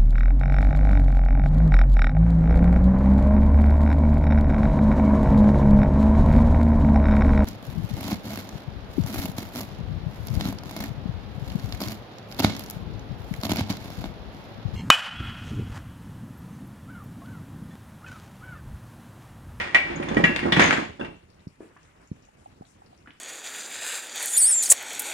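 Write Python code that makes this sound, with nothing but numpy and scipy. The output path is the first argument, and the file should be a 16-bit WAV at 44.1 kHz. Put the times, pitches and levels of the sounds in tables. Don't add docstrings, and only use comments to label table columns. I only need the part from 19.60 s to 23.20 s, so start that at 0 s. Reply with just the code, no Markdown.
import sys
import numpy as np
from scipy import signal
from scipy.fft import rfft, irfft, next_fast_len
from scipy.io import wavfile
from scipy.ndimage import uniform_filter1d, map_coordinates

SR = 44100
rng = np.random.default_rng(int(sys.argv[2]) if len(sys.argv) > 2 else 0)


def natural_amplitude(level_db):
    exponent = np.asarray(level_db, float) / 20
    return 10 ** exponent


def wav_record(signal):
    frames = np.transpose(np.atleast_2d(signal))
    bounded = np.clip(frames, -1, 1)
    quanta = np.round(bounded * 32767).astype(np.int16)
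    wavfile.write(sys.argv[1], SR, quanta)


N = 158760

# start_s, clang_db, ring_time_share, crack_db, loudest_hz
LID_CLANGS = [(0, -21.5, 2.5, -65, 2000), (0.146, -1.5, 0.89, -31.5, 2060),
              (0.4256, -26.5, 0.91, -50.5, 2400), (0.4857, -33.5, 0.65, -46.5, 1699),
              (0.568, -13.5, .5, -49, 1930), (0.6398, -4, 0.84, -34.5, 1900),
              (0.8326, -23.5, 1.5, -58, 1790), (0.922, -8.5, 0.96, -34.5, 3435),
              (0.9653, -10.5, .4, -37, 1840), (0.9948, -7.5, 0.22, -26, 1910),
              (1.0194, -11, 0.49, -36, 1910), (1.042, -27.5, 0.34, -37, 2400),
              (1.1259, -17, .5, -35.5, 1820), (1.447, -32, 0.46, -55.5, 2600)]
# time_s, scrape_db, weight_db
LID_DRAG = [(0, -31.5, -42), (.12, -40, -43), (0.269, -38.5, -33), (.31, -37.5, -33.5), (.42, -42.5, -33.5),
            (0.521, -38.5, -26.5), (.7, -40, -29), (0.78, -36, -32), (0.901, -40.5, -30), (1.03, -24, -23),
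            (1.1, -29.5, -29.5), (1.199, -34.5, -33.5), (1.301, -47.5, -48), (1.38, -81, -50),
            (1.419, -45, -30), (1.602, -87, -66.5)]
# start_s, peak_db, pitch_hz, t60_s
LID_SINGS = [
    (0, -39, 1916, .5),
    (.147, -16.5, 1916, 0.23),
    (.147, -19.5, 2290, 0.36),
    (.147, -26.5, 775, .4),
    (.569, -21, 1918, .2),
    (.643, -22, 1685, 0.32),
    (0.644, -22.5, 2722, 0.32),
]
# start_s, peak_db, loudest_hz
BOARD_THUDS = [(.005, -36, 81), (0.301, -22.5, 299), (.363, -29, 188), (0.399, -19.5, 320),
               (.49, -27.5, 317), (.512, -17.5, 334), (0.541, -27, 304), (.568, -6.5, 260), (.59, -15, 215),
               (0.636, -12, 170), (0.694, -18, 361), (0.829, -21.5, 300), (.854, -11.5, 300),
               (.883, -17.5, 330), (.92, -16, 156), (.97, -11.5, 183), (.994, -9.5, 300),
               (1.021, -13.5, 260), (1.09, -16.5, 253), (1.128, -19.5, 200), (1.181, -17.5, 258),
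               (1.21, -26, 256), (1.26, -31, 252), (1.29, -34.5, 91), (1.396, -24, 510), (1.41, -21.5, 300),
               (1.446, -31.5, 220), (1.48, -33.5, 220), (1.509, -38.5, 158), (1.55, -47, 79),
               (1.629, -48, 70), (1.789, -49, 90)]
# start_s, peak_db, pitch_hz
RIM_CLINKS = [(0.359, -38.5, 6650), (.486, -28, 3497), (.486, -43.5, 6440), (0.547, -49, 6670),
              (0.639, -34, 6670), (1.001, -38, 6620), (1.016, -27, 6500), (1.034, -26, 6640),
              (1.058, -28.5, 6450), (1.074, -27, 6370), (1.102, -36, 6450), (1.127, -32.5, 7200),
              (1.129, -39.5, 4380), (1.397, -38, 3410), (1.412, -28.5, 1560), (1.411, -26, 2700),
              (1.411, -46, 3500), (1.455, -36, 2764), (1.0, -52.5, 12100), (1.02, -64, 14600),
              (0.432, -54, 9500)]
# start_s, peak_db, crack_db, pitch_hz
LID_CLICKS = [
    (0.546, -36.5, -47.5, 1913),
    (0.762, -10, -39, 2398),
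    (0.792, -14.5, -51, 2078),
    (1.1083, -2, -39, 1750),
    (1.175, -12.5, -47, 1580),
]
# freq_hz, level_db, t60_s
LID_MODES = [(752, -27, 0.3), (1193, -16.5, 0.21), (1560, -21, 0.13), (1685, -16, 0.063), (1890, -19, 0.11),
             (1916, -4, .15), (2046, -10.5, 0.1), (2164, -16, .06), (2290, -5.5, 0.091), (2330, -13, 0.08),
             (2750, -13, .1), (2953, -10, 0.1), (3350, -12.5, 0.09), (3572, -12.5, 0.086)]
# freq_hz, level_db, t60_s
BOARD_MODES = [(45.5, -17, 0.6), (84.1, -12, 0.25), (171.4, -3, 0.12), (231.3, -6.5, 0.07),
               (262.9, -2.5, .11), (292.6, -2, 0.072), (344, -2, 0.07), (407, -15.5, 0.034),
               (549.3, -10, 0.06)]
# freq_hz, density_db_per_hz
CRACK_SPECTRUM = [(250, -8), (600, -7), (1300, -9.5), (2000, -5), (4200, -23.5), (7000, -36.5),
                  (10300, -49), (12000, -67.5)]
# freq_hz, left_minus_right_db
LID_SIDE = [(100, -0.5), (600, -4.5), (1300, -1), (4000, 3), (9000, 17.5)]
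# start_s, peak_db, pitch_hz
SPIT_TICKS = [(1.7023, -58, 4700), (1.795, -61, 3593), (1.8782, -56, 4860), (2.2313, -58, 5550),
              (2.254, -63, 3590), (2.415, -62.5, 8060), (2.474, -55.5, 6330), (2.6245, -60, 5730),
              (2.652, -55, 6500), (2.844, -61, 7520), (3.0522, -55.5, 3700), (3.262, -56.5, 4610),
              (3.3768, -57.5, 5260)]
# start_s, peak_db, pitch_hz
BIG_PLOPS = [
    (1.863, -30.5, 134),
    (2.508, -25, 135.3),
    (3.003, -36.5, 186),
    (3.149, -52.5, 160),
]
# start_s, level_db, centre_hz
SIZZLES = [
    (1.861, -80, 6920),
    (1.992, -64.5, 8330),
    (2.21, -66, 7000),
    (2.501, -68, 6270),
    (2.762, -67, 7540),
    (3.05, -59.5, 6940),
]
# start_s, peak_db, pitch_hz
SMALL_BLIPS = [
    (2.687, -45.5, 782),
    (2.859, -35, 743),
    (3.02, -38, 717),
    (3.219, -42, 764),
    (3.328, -44, 698),
    (3.46, -44, 1320),
]
# freq_hz, density_db_per_hz
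SIMMER_SPECTRUM = [(30, -4.5), (90, -2), (250, -8), (480, -14), (2800, -23), (3400, -30.5), (9500, -36),
                   (15600, -51.5)]
# freq_hz, left_minus_right_db
PAN_SIDE = [(200, -1), (1600, -0.5), (5000, 9), (15000, 4)]
# start_s, peak_db, rattle_t60_s, pitch_hz
SPOON_TAPS = [(2.005, -33.5, 0.29, 324), (2.006, -51, 0.9, 1500), (2.165, -43, 0.066, 996),
              (2.163, -51, .08, 330), (2.168, -44.5, .1, 1550), (3.474, -35.5, 0.075, 1636),
              (3.476, -46, 0.22, 280), (3.481, -52, 0.035, 704), (3.5064, -35.5, 0.027, 2620),
              (3.514, -57, 0.11, 2570), (3.551, -51, 0.035, 1400), (2.006, -44.5, 0.22, 730),
              (2.25, -52, 0.44, 1500)]
# freq_hz, left_right_likeness
LIKENESS = [(80, 1), (300, 0.81), (1000, 0.057), (4000, 0.1)]
# freq_hz, t60_s
KITCHEN_DECAY = [(150, 0.21), (1000, 0.28), (4000, 0.51), (12000, 0.35)]


def unit(x):
    return x / np.sqrt(np.mean(x ** 2) + 1e-20)


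def along(points, hz):
    f, v = np.transpose(points)
    return np.interp(np.log(hz + 1), np.log(f + 1), v)


def wobble(rate_hz):
    knots = rng.standard_normal(int(N * rate_hz / SR) + 4)
    return map_coordinates(knots, [np.arange(N) * rate_hz / SR])


def filtered(x, response):
    m = next_fast_len(N + SR // 2)
    return irfft(rfft(x, m) * response(np.fft.rfftfreq(m, 1 / SR)), m)[..., :N]


def placed(x, side, lag_s):
    turn = np.array([[.5], [-.5]])
    return filtered(x, lambda hz: natural_amplitude(turn * along(side, hz)) * np.exp(-2j * np.pi * hz * turn * lag_s))


def add(track, start_s, sound):
    part = track[:, round(start_s * SR):][:, :sound.shape[-1]]
    part += sound[..., :part.shape[1]]


def room(x, wet_db):
    hz, t, z = signal.stft(rng.standard_normal((2, SR // 2)), SR, nperseg=256)
    alike = np.clip(along(LIKENESS, hz), 0, 1)[:, None]
    z = np.array([z[0], alike * z[0] + np.sqrt(1 - alike ** 2) * z[1]])
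    decay = natural_amplitude(-60 * t / along(KITCHEN_DECAY, hz)[:, None])
    tail = signal.istft(z * decay, SR, nperseg=256)[1]
    delayed = np.pad(x.mean(0), (250, 0))[None]
    wet = signal.fftconvolve(delayed, tail / np.linalg.norm(tail[0]), axes=1)[:, :N]
    return x + natural_amplitude(wet_db) * wet


def ring(modes, spread_db, differ, attack_s, centre_hz=None, lasting=1):
    hz, db, t60_s = np.repeat(np.transpose(modes), 2, axis=1)
    t = np.arange(SR // 4) / SR
    hit, mic, detune, phase = rng.standard_normal((4, 2, len(hz)))
    level_db = db + spread_db * hit[0] + 9 * differ * np.minimum(hz / 1500, 1) * mic
    if centre_hz:
        level_db = level_db - 14 * np.log2(hz / centre_hz) ** 2
    pole = 2j * np.pi * hz * (1 + .004 * detune[0]) - np.log(1000) / (t60_s * lasting)
    start = natural_amplitude(level_db) * np.exp(1j * differ * hz / 1500 * phase)
    x = (start @ np.exp(np.outer(pole, t))).imag * (1 - np.exp(-t / attack_s))
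    return x / np.abs(x).max()


def burst(hz, t60, octaves, apart):
    t = np.arange(SR // 3) / SR
    noise = rng.standard_normal(len(t)) + apart * rng.standard_normal((2, len(t)))
    edges_hz = [hz / 2 ** octaves, min(hz * 2 ** octaves, SR / 2.2)]
    band = signal.butter(2, edges_hz, "band", fs=SR, output="sos")
    return unit(signal.sosfilt(band, noise)) * natural_amplitude(-60 * t / t60)


def bubble(db, hz, turns, rise):
    u = np.arange(int(8 * turns * SR / hz)) * hz / SR / turns
    return -natural_amplitude(db) * np.e * u * np.exp(-u) * np.sin(2 * np.pi * turns * u * (1 + rise * u))


def crack(db, t60):
    t = np.arange(SR // 5) / SR
    return natural_amplitude(db - 60 * t / t60) * rng.standard_normal((2, len(t)))


def crack_coloured(x):
    return filtered(x, lambda hz: natural_amplitude(along(CRACK_SPECTRUM, hz)) * hz / (hz + 200))


def clangs():
    out, cracks = np.zeros((2, N)), np.zeros((2, N))
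    for s, db, lasting, crack_db, hz in LID_CLANGS:
        tone = ring(LID_MODES, spread_db=1, differ=.12, attack_s=.0008, centre_hz=hz, lasting=lasting)
        add(out, s, natural_amplitude(db - 1) * tone)
        add(out, s, natural_amplitude(db - 11.5) * burst(hz, t60=.099 * lasting, octaves=.23, apart=1))
        add(cracks, s, crack(crack_db + 32, t60=.11) + crack(crack_db + 32, t60=.18))
    return out + crack_coloured(cracks)


def slips(rate_hz):
    hits = (rng.random(N) < rate_hz / SR) * rng.standard_normal(N)
    return unit(hits * natural_amplitude(4.5 * rng.standard_normal(N) + 3 * wobble(25)))


def excited(x, response):
    return signal.fftconvolve(x[None], response / np.linalg.norm(response[0]), axes=1)[:, :N]


def drag():
    time_s, *controls = np.transpose(LID_DRAG)
    scrape_db, weight_db = [np.interp(np.arange(N) / SR, time_s, c, right=-120) for c in controls]
    stutter = np.clip(slips(900), -5, 5)
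    lid_ring = ring(LID_MODES, spread_db=-1.5, differ=.067, attack_s=.0015)
    out = excited(natural_amplitude(scrape_db - 8) * stutter, lid_ring)
    bumps = natural_amplitude(weight_db + 3.5) * np.clip(slips(2500), -3, 3)
    out += excited(bumps, ring(BOARD_MODES, spread_db=1, differ=.35, attack_s=.0032))
    out += natural_amplitude(-7.5) * excited(bumps, burst(640, t60=.12, octaves=.63, apart=.93))
    grit_db = 1.49 * (scrape_db + 33) - 13.5
    grit = natural_amplitude(grit_db) * (rng.standard_normal((2, N)) + 1.2 * stutter)
    return out + crack_coloured(grit)


def sings():
    out, t = np.zeros((2, N)), np.arange(SR // 2) / SR
    for s, db, hz, t60_s in LID_SINGS:
        add(out, s, natural_amplitude(db - 60 * t / t60_s) * np.sin(2 * np.pi * hz * t) * (1 - np.exp(-t / .002)))
    return out


def thuds():
    out = np.zeros((2, N))
    for s, db, hz in BOARD_THUDS:
        tone = ring(BOARD_MODES, spread_db=3, differ=.35, attack_s=.0039, centre_hz=hz, lasting=.85)
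        add(out, s, natural_amplitude(db) * tone)
        add(out, s, natural_amplitude(db - 11.5) * burst(250 + hz, t60=.21, octaves=.85, apart=.41))
    return out


def clinks():
    out = np.zeros((2, N))
    for s, db, hz in RIM_CLINKS:
        add(out, s, natural_amplitude(db - 7.5) * burst(hz, t60=.05, octaves=.053, apart=.52))
        add(out, s, bubble(db - 5.5, hz, turns=.003 * hz, rise=0))
    add(out, .761, natural_amplitude(-55) * burst(11500, t60=.02, octaves=.42, apart=1))
    return out


def clicks():
    out, cracks = np.zeros((2, N)), np.zeros((2, N))
    for s, db, crack_db, hz in LID_CLICKS:
        add(out, s, natural_amplitude(db - 14) * burst(hz, t60=.055, octaves=.44, apart=.54))
        add(out, s, bubble(db, hz, turns=.5, rise=0))
        add(cracks, s, crack(crack_db + 44, t60=.0089))
    return out + crack_coloured(cracks)


def lid():
    body = clangs() + drag() + thuds() + clicks()
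    return filtered(body, lambda hz: (1 + (hz / 11000) ** 10) ** -.5) + sings() + clinks()


def simmer():
    z = signal.stft(rng.standard_normal((2, N)), nperseg=256)[2]
    field = uniform_filter1d(rng.standard_normal(z.shape[1:]), 9, 0)
    field = uniform_filter1d(field, 12, 1)
    pair = signal.istft(z * natural_amplitude(2 * unit(field)), nperseg=256)[1][:, :N] * natural_amplitude(wobble(55))

    def mid_side(hz):
        turn = np.arccos(np.clip(along(LIKENESS, hz), -1, 1)) / 2
        return natural_amplitude(along(SIMMER_SPECTRUM, hz)) * [np.cos(turn), np.sin(turn)]

    mid, side = filtered(pair, mid_side)
    return natural_amplitude(-57) * unit(np.array([mid + side, mid - side]))


def pops():
    out = np.zeros((2, N))
    for a, b, c in rng.random((700, 3)):
        pop = bubble(-69 - 4 * np.log(c + .05), 500 * 18 ** b, turns=1.3, rise=.05)
        add(out, 3.55 * a, pop * natural_amplitude([[1], [-1]]))
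    for s, db, hz in SPIT_TICKS:
        add(out, s, bubble(db + 3.5, hz, turns=1.2, rise=.021) * natural_amplitude([[3], [-3]]))
        add(out, s, natural_amplitude(db - 9) * burst(hz, t60=.14, octaves=.18, apart=.86))
    for s, db, hz in BIG_PLOPS:
        add(out, s + .0068, bubble(db + 4.5, 1.54 * hz, turns=.41, rise=-.068))
    swell = np.pad(np.hanning(int(.13 * SR)) ** .5, (0, SR))[:SR // 3]
    for s, db, hz in SIZZLES:
        add(out, s, natural_amplitude(db) * swell * burst(hz, t60=.555, octaves=.31, apart=1.5))
    for s, db, hz in SMALL_BLIPS:
        add(out, s, bubble(db, hz, turns=1.65, rise=.018))
    return out


def sauce():
    return placed(simmer() + room(pops(), wet_db=-14), PAN_SIDE, lag_s=.00055)


def spoon():
    out = np.zeros((2, N))
    for s, db, t60_s, hz in SPOON_TAPS:
        add(out, s, natural_amplitude(db - 12) * burst(hz, t60_s, octaves=.58, apart=1))
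        add(out, s, bubble(db + 1, hz, turns=.5, rise=0))
    return filtered(out, lambda hz: (1 + (hz / 3500) ** 8) ** -.5)


def scene():
    lid_in_room = placed(room(lid(), wet_db=-5.5), LID_SIDE, lag_s=.000597)
    return lid_in_room + sauce() + room(spoon(), wet_db=-1.8)


def top_cut(x):
    return signal.sosfilt(signal.butter(12, 15780, fs=SR, output="sos"), x)


def record(dry):
    x = filtered(dry, lambda hz: (1j * hz / (30 + 1j * hz)) ** 2)
    limited = x / (1 + np.abs(x / .92) ** 6) ** (1 / 6)
    return top_cut(limited)


dry = scene()
out = record(dry)
wav_record(out)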